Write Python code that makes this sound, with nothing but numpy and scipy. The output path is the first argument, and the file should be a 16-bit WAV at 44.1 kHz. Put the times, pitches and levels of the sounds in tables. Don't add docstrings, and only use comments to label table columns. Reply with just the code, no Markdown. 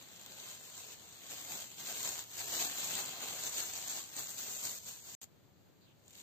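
import sys
import numpy as np
from scipy import signal
from scipy.fft import rfft, irfft, next_fast_len
from scipy.io import wavfile
from scipy.ndimage import uniform_filter1d

SR = 44100
rng = np.random.default_rng(int(sys.argv[2]) if len(sys.argv) > 2 else 0)


def unload_audio(sound):
    columns = np.transpose(np.atleast_2d(sound))
    steps = np.round(np.clip(columns, -1, 1) * 32767)
    wavfile.write(sys.argv[1], SR, steps.astype(np.int16))


def ratio_of_db(decibels):
    return 10 ** (np.asarray(decibels, float) / 20)


N = 274302

# (frequency [Hz], level [dB])
FILM_COLOUR = [(45, -20.5), (90, -9.5), (230, -2.5), (500, -2.5), (850, -2), (1100, -3), (2000, -3.5),
               (3000, 1), (4500, 2), (16000, 1)]
# (frequency [Hz], level [dB])
STEPPED_TREBLE = [(4700, -0.5), (4800, -4), (6100, -3.5), (6200, 3.5), (7600, 5.5), (7750, 1.5), (8550, -1),
                  (8650, -5), (11050, -19.5), (11150, -58), (11520, -55), (11650, -3), (15450, -3),
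                  (15600, -65)]
# (cut [s], end of the fading smear [s], return [s])
DROPOUT_TIMES = (5.1515, 5.173, 5.2145)
USUAL_EFFORT_DB = -47


def evened(x):
    return x / np.sqrt(np.mean(x ** 2) + 1e-20)


def read(points, hz):
    f, value = np.transpose(points)
    return np.interp(np.log(hz + 1), np.log(f + 1), value)


def coloured(x, points):
    size = next_fast_len(N + 4096)
    gain = ratio_of_db(read(points, np.fft.rfftfreq(size, 1 / SR)))
    return irfft(rfft(x, size) * gain, size)[..., :N]


def band(x, lo_hz, hi_hz):
    return signal.sosfilt(signal.butter(4, [lo_hz, hi_hz], "bandpass", fs=SR, output="sos"), x)


def wander(per_s):
    knots = rng.standard_normal(N // 64 + 2)
    slow = signal.lfilter([1], [1, -np.exp(-2 * np.pi * per_s * 64 / SR)], knots)
    return np.interp(np.arange(N) / 64, np.arange(len(slow)), evened(slow))


def swell(tugs, t):
    s, db, rise, fall = np.transpose(tugs)[:, :, None]
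    late = t - s
    level_db = db - 10 * np.maximum(-late / abs(rise), late / abs(fall))
    return (ratio_of_db(level_db) ** 2).sum(0)


def handling(at):
    # (peak [s], effort [dB], swell per 10 dB [s],
    # sink per 10 dB [s])
    glove_tugs = [(0.015, -62, 2, 0.2), (0.507, -51, 0.36, 0.1), (0.64, -56, .05, 0.3),
                  (0.777, -52.5, .04, .1), (0.937, -53, .4, .018), (1.116, -59, 0.3, -0.2),
                  (1.309, -48.5, .024, 0.1), (1.41, -51, 0.25, 0.23), (1.523, -44, 0.0458, .095),
                  (1.615, -48.5, 0.06, .03), (1.711, -56, 0, .03), (1.8, -51, .03, 0.12),
                  (1.895, -43, 0.07, 0.09), (2.058, -40, 0.11, .09), (2.2, -45, .29, .028),
                  (2.399, -42.9, 0.06, 0.081), (2.623, -35, 0.13, 0.07), (2.767, -43, 0.087, 0.31),
               (2.835, -43.5, 0.033, 0.28), (3.006, -41.0, 0.23, 0.022), (3.06, -50, 0.01, 0.29),
               (3.239, -46, 0.028, 0.12), (3.476, -41, 0.2, 0.032), (3.585, -38.5, 0.084, 0.098),
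               (3.766, -44, 0.16, 0.127), (3.899, -42, 0.052, 0.051), (3.989, -43, 0.188, 0.064),
               (4.189, -40.5, 0.036, 0.065), (4.312, -50, 0.13, 0.042), (4.383, -42.9, 0.01, 0.1),
               (4.562, -44, 0.276, 0.097), (4.655, -39.5, 0.036, 0.092), (4.785, -49.5, 0.49, 0.0064),
               (4.882, -46, 0.041, 0.11), (5.085, -51, 0.051, 0.099), (5.142, -51.5, 0.036, 0.019)]
    next_shot = [
        (5.244, -51.5, 0.42, .003),
        (5.25, -67, .003, .015),
        (6.07, -72.5, .05, 0.054),
        (6.11, -69, 0.032, .05),
        (6.206, -56, 0.075, .03),
    ]
    # (time [s], slack of the film [dB], turn of the cuff toward the phone [dB])
    fit = [(0.0, 3.5, -1), (0.82, -.5, -2.5), (1.0, 2, -2), (1.25, 1, -1.5), (1.4, 1, 0), (2.4, -.5, 0),
           (2.9, 0.5, -1), (3.12, 4, -1), (3.27, 3.5, -0.5), (3.4, 0.5, 0), (3.6, -2, -1.5),
           (4.05, -1, -1.5), (4.3, -3, 0), (5.15, -4, -1.5), (6.1, -1, -1.5)]
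    t = np.arange(0, N + 64, 64) / SR
    power = np.where(t < DROPOUT_TIMES[1], swell(glove_tugs, t), swell(next_shot, t))
    effort = 10 * np.log10(power + 1e-12)
    s, slack, turn = np.transpose(fit)
    slack = np.interp(t, s, slack)
    hard = np.clip(effort - USUAL_EFFORT_DB, -15, 15)
    flap = 1.18 * slack - 0.041 * hard
    crackle = 0.86 * slack - 0.09 * hard
    fizz = np.interp(t, s, turn) - 0.088 * hard
    return [np.interp(at, t, row) for row in (effort, flap, crackle, fizz)]


def buckles(per_s=2500, spread_db=3.0, clump_db=1.26, lag=6.0, lag_spread=3.5, longest_ms=3.2):
    size = ratio_of_db(spread_db * np.minimum(rng.exponential(1, N), 3.5) + clump_db * wander(60))
    size *= rng.random(N) < per_s / SR
    spot, out = rng.integers(0, 10, N), np.zeros((2, N))
    for k, ms in enumerate(np.geomspace(.35, longest_ms, 10)):
        keep = np.exp(-3000 / (ms * SR))
        power = signal.lfilter([(1 - keep) ** 2], [1, -2 * keep, keep ** 2], (size * (spot == k)) ** 2)
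        crack = np.sqrt(power) * rng.standard_normal(N)
        lag_samples = round(lag + lag_spread * np.sin(2.4 * k))
        out += [crack, np.roll(crack, lag_samples)]
    return out


def kitchen(x, t60=0.071):
    t = np.arange(SR // 6) / SR
    tails = rng.standard_normal((4, 2, len(t))) * ratio_of_db(-60 * t / t60) * (t > .001)
    turn = np.arange(N) / SR * 3
    distance = [np.minimum(abs((turn - k + 2) % 4 - 2), 1) for k in range(4)]
    feeds = np.cos(np.pi / 2 * np.array(distance))
    tails = tails / np.linalg.norm(tails[0, 0])
    wet = signal.oaconvolve((feeds * x.mean(0))[:, None], tails, axes=2)
    return wet.sum(0)[:, :N]


def patchy(x, spread_db=1.0):
    hz, t, z = signal.stft(x, SR, nperseg=512)
    patches = uniform_filter1d(uniform_filter1d(rng.standard_normal(z.shape[1:]), 6, 0), 7, 1)
    return signal.istft(z * ratio_of_db(spread_db * evened(patches)), SR, nperseg=512)[1][:, :N]


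def pocket(x, width=220):
    # (time [s], frequency [Hz])
    pitch = [(0.0, 585), (0.19, 494), (2.01, 707), (3.1, 690), (3.24, 841), (3.47, 590), (3.89, 773),
             (4.79, 613), (5.15, 682)]
    s, hz = np.transpose(pitch)
    turn = np.exp(2j * np.pi * np.cumsum(np.interp(np.arange(N) / SR, s, hz)) / SR)
    r = np.exp(-np.pi * width / SR)
    return 2 * (turn * signal.lfilter([1 - r], [1, -r], x / turn)).real


def rustle():
    near = evened(buckles())
    slide = rng.standard_normal((2, N)) * ratio_of_db(0.87 * wander(23))
    film = near + ratio_of_db(-5.5) * kitchen(near, 0.053) + ratio_of_db(-1) * slide
    film = coloured(patchy(film), FILM_COLOUR)
    film /= np.std(band(coloured(film, STEPPED_TREBLE), 3870, 7650))
    flap = coloured(film, [(1300, 0), (1900, -30)])
    ring = ratio_of_db(-10.5 + 4.6 * wander(3.5)) * pocket(flap)
    below = coloured(film, [(4200, 0), (5200, -30)])
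    fizz = coloured(film, [(9000, -60), (11000, 0)])
    effort_db, flap_db, crackle_db, fizz_db = handling(np.arange(N) / SR)
    layers = film - below - fizz
    layers += ratio_of_db(flap_db - 0.3) * (flap + ring)
    layers += ratio_of_db(crackle_db + 1.0) * (below - flap)
    layers += ratio_of_db(fizz_db + 0.23) * fizz
    return ratio_of_db(effort_db) * layers


def hum():
    # (frequency [Hz], level per Hz [dB])
    room_colour = [(25, -32.5), (60, -24), (78, -14), (96, -8.5), (155, -12), (300, -17.5), (500, -20),
                   (1170, -30), (2500, -34.5), (4500, -33), (6500, -39.5), (8000, -41.5), (12000, -36),
                   (16000, -35.5)]
    noise = rng.standard_normal((3, N))
    room = coloured(noise[:2] + 0.36 * noise[2], room_colour)
    return ratio_of_db(-64 + 0.41 * wander(2.6)) * evened(room)


def small_snaps(count=130):
    when, size, long, dull = rng.random((count, 4)).T
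    when = when * DROPOUT_TIMES[0]
    hard = handling(when)[0] - USUAL_EFFORT_DB
    db = USUAL_EFFORT_DB + .7 * hard + 6.5 + 1.5 * (2 * size - 1)
    length_ms = 0.63 * 2 ** (3 * long ** 2 - .6)
    fullness_db = 14 * (dull - .5)
    return np.transpose([when, db, length_ms, fullness_db]).tolist()


def snaps():
    # (time [s], peak [dB], length [ms], fullness at 2-5 kHz [dB])
    large = [(0.1613, -43, .8, 9), (0.1949, -47, 2.1, 6), (0.2135, -43, 1.4, 0), (0.2622, -32, .9, 4),
             (0.7788, -37, 1.1, -8), (1.3096, -35, .7, 4), (1.6073, -34, 1.1, 0), (2.0484, -27, 1.3, -6),
             (2.0899, -28, 1.3, -12), (2.1554, -31, 0.55, -6), (2.1924, -27, 0.65, -9),
             (2.3815, -34, .8, -1), (2.8459, -29.5, 1.1, -10), (2.9336, -27, 0.7, -5.5),
             (2.9531, -25.5, 0.55, -5), (3.0593, -29.5, .9, -8), (3.2817, -39.5, 1.4, -13),
             (3.4379, -28, .8, 2), (3.4667, -31, 1.4, 2), (3.4946, -33, 1.6, -7), (3.9876, -32.5, 0.63, 2),
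             (4.1658, -29, .9, -6), (4.1933, -27, 0.55, -5), (4.2715, -33, 0.82, 5),
             (4.3035, -33.5, 1.2, -6), (1.8042, -37, 1.4, 0), (4.3875, -30.5, 0.87, -12),
             (4.854, -40, 0.56, -6), (6.0799, -50.5, 1.7, 2), (0.4001, -46, 2, 12)]
    late = [(5.149, -37.5, 0.65, -3), (5.2304, -43, 1.9, -11), (6.0624, -58, .7, -6), (6.0976, -55, 2, -3),
            (6.1067, -54, 2, -3), (6.1305, -54, 2.5, 6), (6.1525, -52, 2.5, 10), (6.163, -54, 2.5, 3),
            (6.184, -54, 3, 10), (6.2, -53, 3, 11), (6.2123, -52, 2, 6)]
    out, t = np.zeros((2, N + 512)), np.arange(512) / SR
    rows = large + late + small_snaps()
    bursts = rng.standard_normal((len(rows), 3, 512))
    body = signal.butter(2, [2400, 5000], "bandpass", fs=SR, output="sos")
    for (s, db, ms, fullness_db), (shared, left, right) in zip(rows, bursts):
        age = 1000 * t / max(ms, .3)
        both_ports = np.array([shared + 0.54 * left, np.roll(shared, 6) + 0.19 * right])
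        burst = age * np.exp(-2 * age) * both_ports
        burst *= np.sqrt(ms / (burst ** 2).sum(1, keepdims=True))
        burst += (ratio_of_db(fullness_db) - 1) * signal.sosfiltfilt(body, burst)
        at = round(s * SR)
        out[:, at:at + 512] += ratio_of_db(db + 12.0) * burst
    film = coloured(out[:, :N], FILM_COLOUR)
    return coloured(film, [(700, -1.5), (2500, -1.0), (9000, 3.5), (12000, -4.0)])


def puffs(width_s=.035):
    # (time [s], level [dB])
    rushes = [(0.29, -72), (1.31, -68), (1.53, -62.5), (1.8, -66), (2.62, -58.5), (2.97, -65), (3.25, -67),
              (3.58, -61.5), (4.2, -61), (4.66, -60.5)]
    t = np.arange(0, N + 64, 64) / SR
    shape = sum(ratio_of_db(db) * np.exp(-((t - s) / width_s) ** 2) for s, db in rushes)
    air = evened(band(rng.standard_normal(N), 90, 426))
    return np.interp(np.arange(N) / SR, t, shape) * air


def chirps():
    # (start [s], end [s], start pitch [Hz], end pitch [Hz], level [dB])
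    notes = [
        (5.8, 5.875, 4390, 4050, -70.5),
        (5.847, 5.947, 3310, 2910, -72),
    ]
    out = np.zeros((2, N))
    for start, end, from_hz, to_hz, db in notes:
        count = round((end - start) * SR)
        blur = uniform_filter1d(rng.standard_normal((2, 2, 6000)), 35)[..., :count]
        turn = np.exp(2j * np.pi * np.cumsum(np.linspace(from_hz, to_hz, count)) / SR)
        breath = evened(((blur[0] + 1j * blur[1]) * turn).real)
        note = breath * signal.windows.tukey(count, .6)
        out[:, round(start * SR):][:, :count] += ratio_of_db(db) * note
    return out


def ports(x):
    # (frequency [Hz], left minus right [dB])
    balance = [(60, -2.5), (130, 1), (290, 0), (640, 1), (1410, 1), (3100, 0.5), (6820, 3), (15000, -1)]
    # (frequency [Hz], side level [dB])
    width = [(100, -8), (300, -12), (700, -6), (1500, -0.5), (16000, 0)]
    mid, side = x.mean(0), coloured((x[0] - x[1]) / 2, width)
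    half = np.array(balance) * [1, .5]
    return np.array([coloured(mid + side, half), coloured(mid - side, half * [1, -1])])


def scene():
    glove = rustle() + snaps() + puffs()
    near = ports(glove + ratio_of_db(-10.0) * kitchen(glove))
    return near + hum() * ratio_of_db([[.9], [-.9]]) + chirps()


def thinned_blocks(x, hole_db=-75):
    # (frequency [Hz], share [0-1])
    dropped = [(1500, 0), (2000, .03), (3200, .07), (3800, .008), (4700, .005), (4950, .1), (5600, .015),
               (6100, 0), (8530, 0), (8600, .55), (9000, .92), (11200, .94), (11300, 0)]
    hz, t, z = signal.stft(x, SR, nperseg=1024, noverlap=768)
    effort_db, _, crackle_db, _ = handling(t)
    loud, dullness = effort_db > -62, ratio_of_db(-2.5 * crackle_db)
    share, step = read(dropped, hz)[:, None], np.arange(len(t)) + 1
    gap = share > .3
    block = (14 * np.log(hz + 900)).astype(int)
    wide = rng.random((block[-1] + 1, len(t)))[block][:, step // 4]
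    thin = rng.random((len(hz), len(t)))[np.arange(len(hz)) // 4][:, step // 8]
    wide_holes = (wide < share * dullness) & (hz[:, None] < 4500)
    thin_holes = thin < np.where(loud, 1.2, .5) * share * dullness
    holes = (wide_holes | thin_holes) & (loud | (hz[:, None] > 4700))
    empty = np.where(loud, (wide < share) | (thin < .35), thin < .5)
    kept = np.where(np.where(gap, empty, holes), ratio_of_db(hole_db), 1)
    return signal.istft(z * kept, SR, nperseg=1024, noverlap=768)[1][:, :N]


def low_pass(x):
    return signal.sosfilt(signal.butter(12, 16400, fs=SR, output="sos"), x)


def record(dry):
    t, (cut, fade, back) = np.arange(N) / SR, DROPOUT_TIMES
    smear = ratio_of_db(-48 - 1100 * np.clip(t - cut, 0, 1)) * (t < fade)
    lead_in = ratio_of_db(-29 - 3000 * np.clip(back - t, 0, 1)) * (t > back - .005)
    gate = np.where((t < cut) | (t > back), 1, smear + lead_in)
    return low_pass(thinned_blocks(coloured(dry, STEPPED_TREBLE)) * gate)


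dry = scene()
out = record(dry)
unload_audio(out)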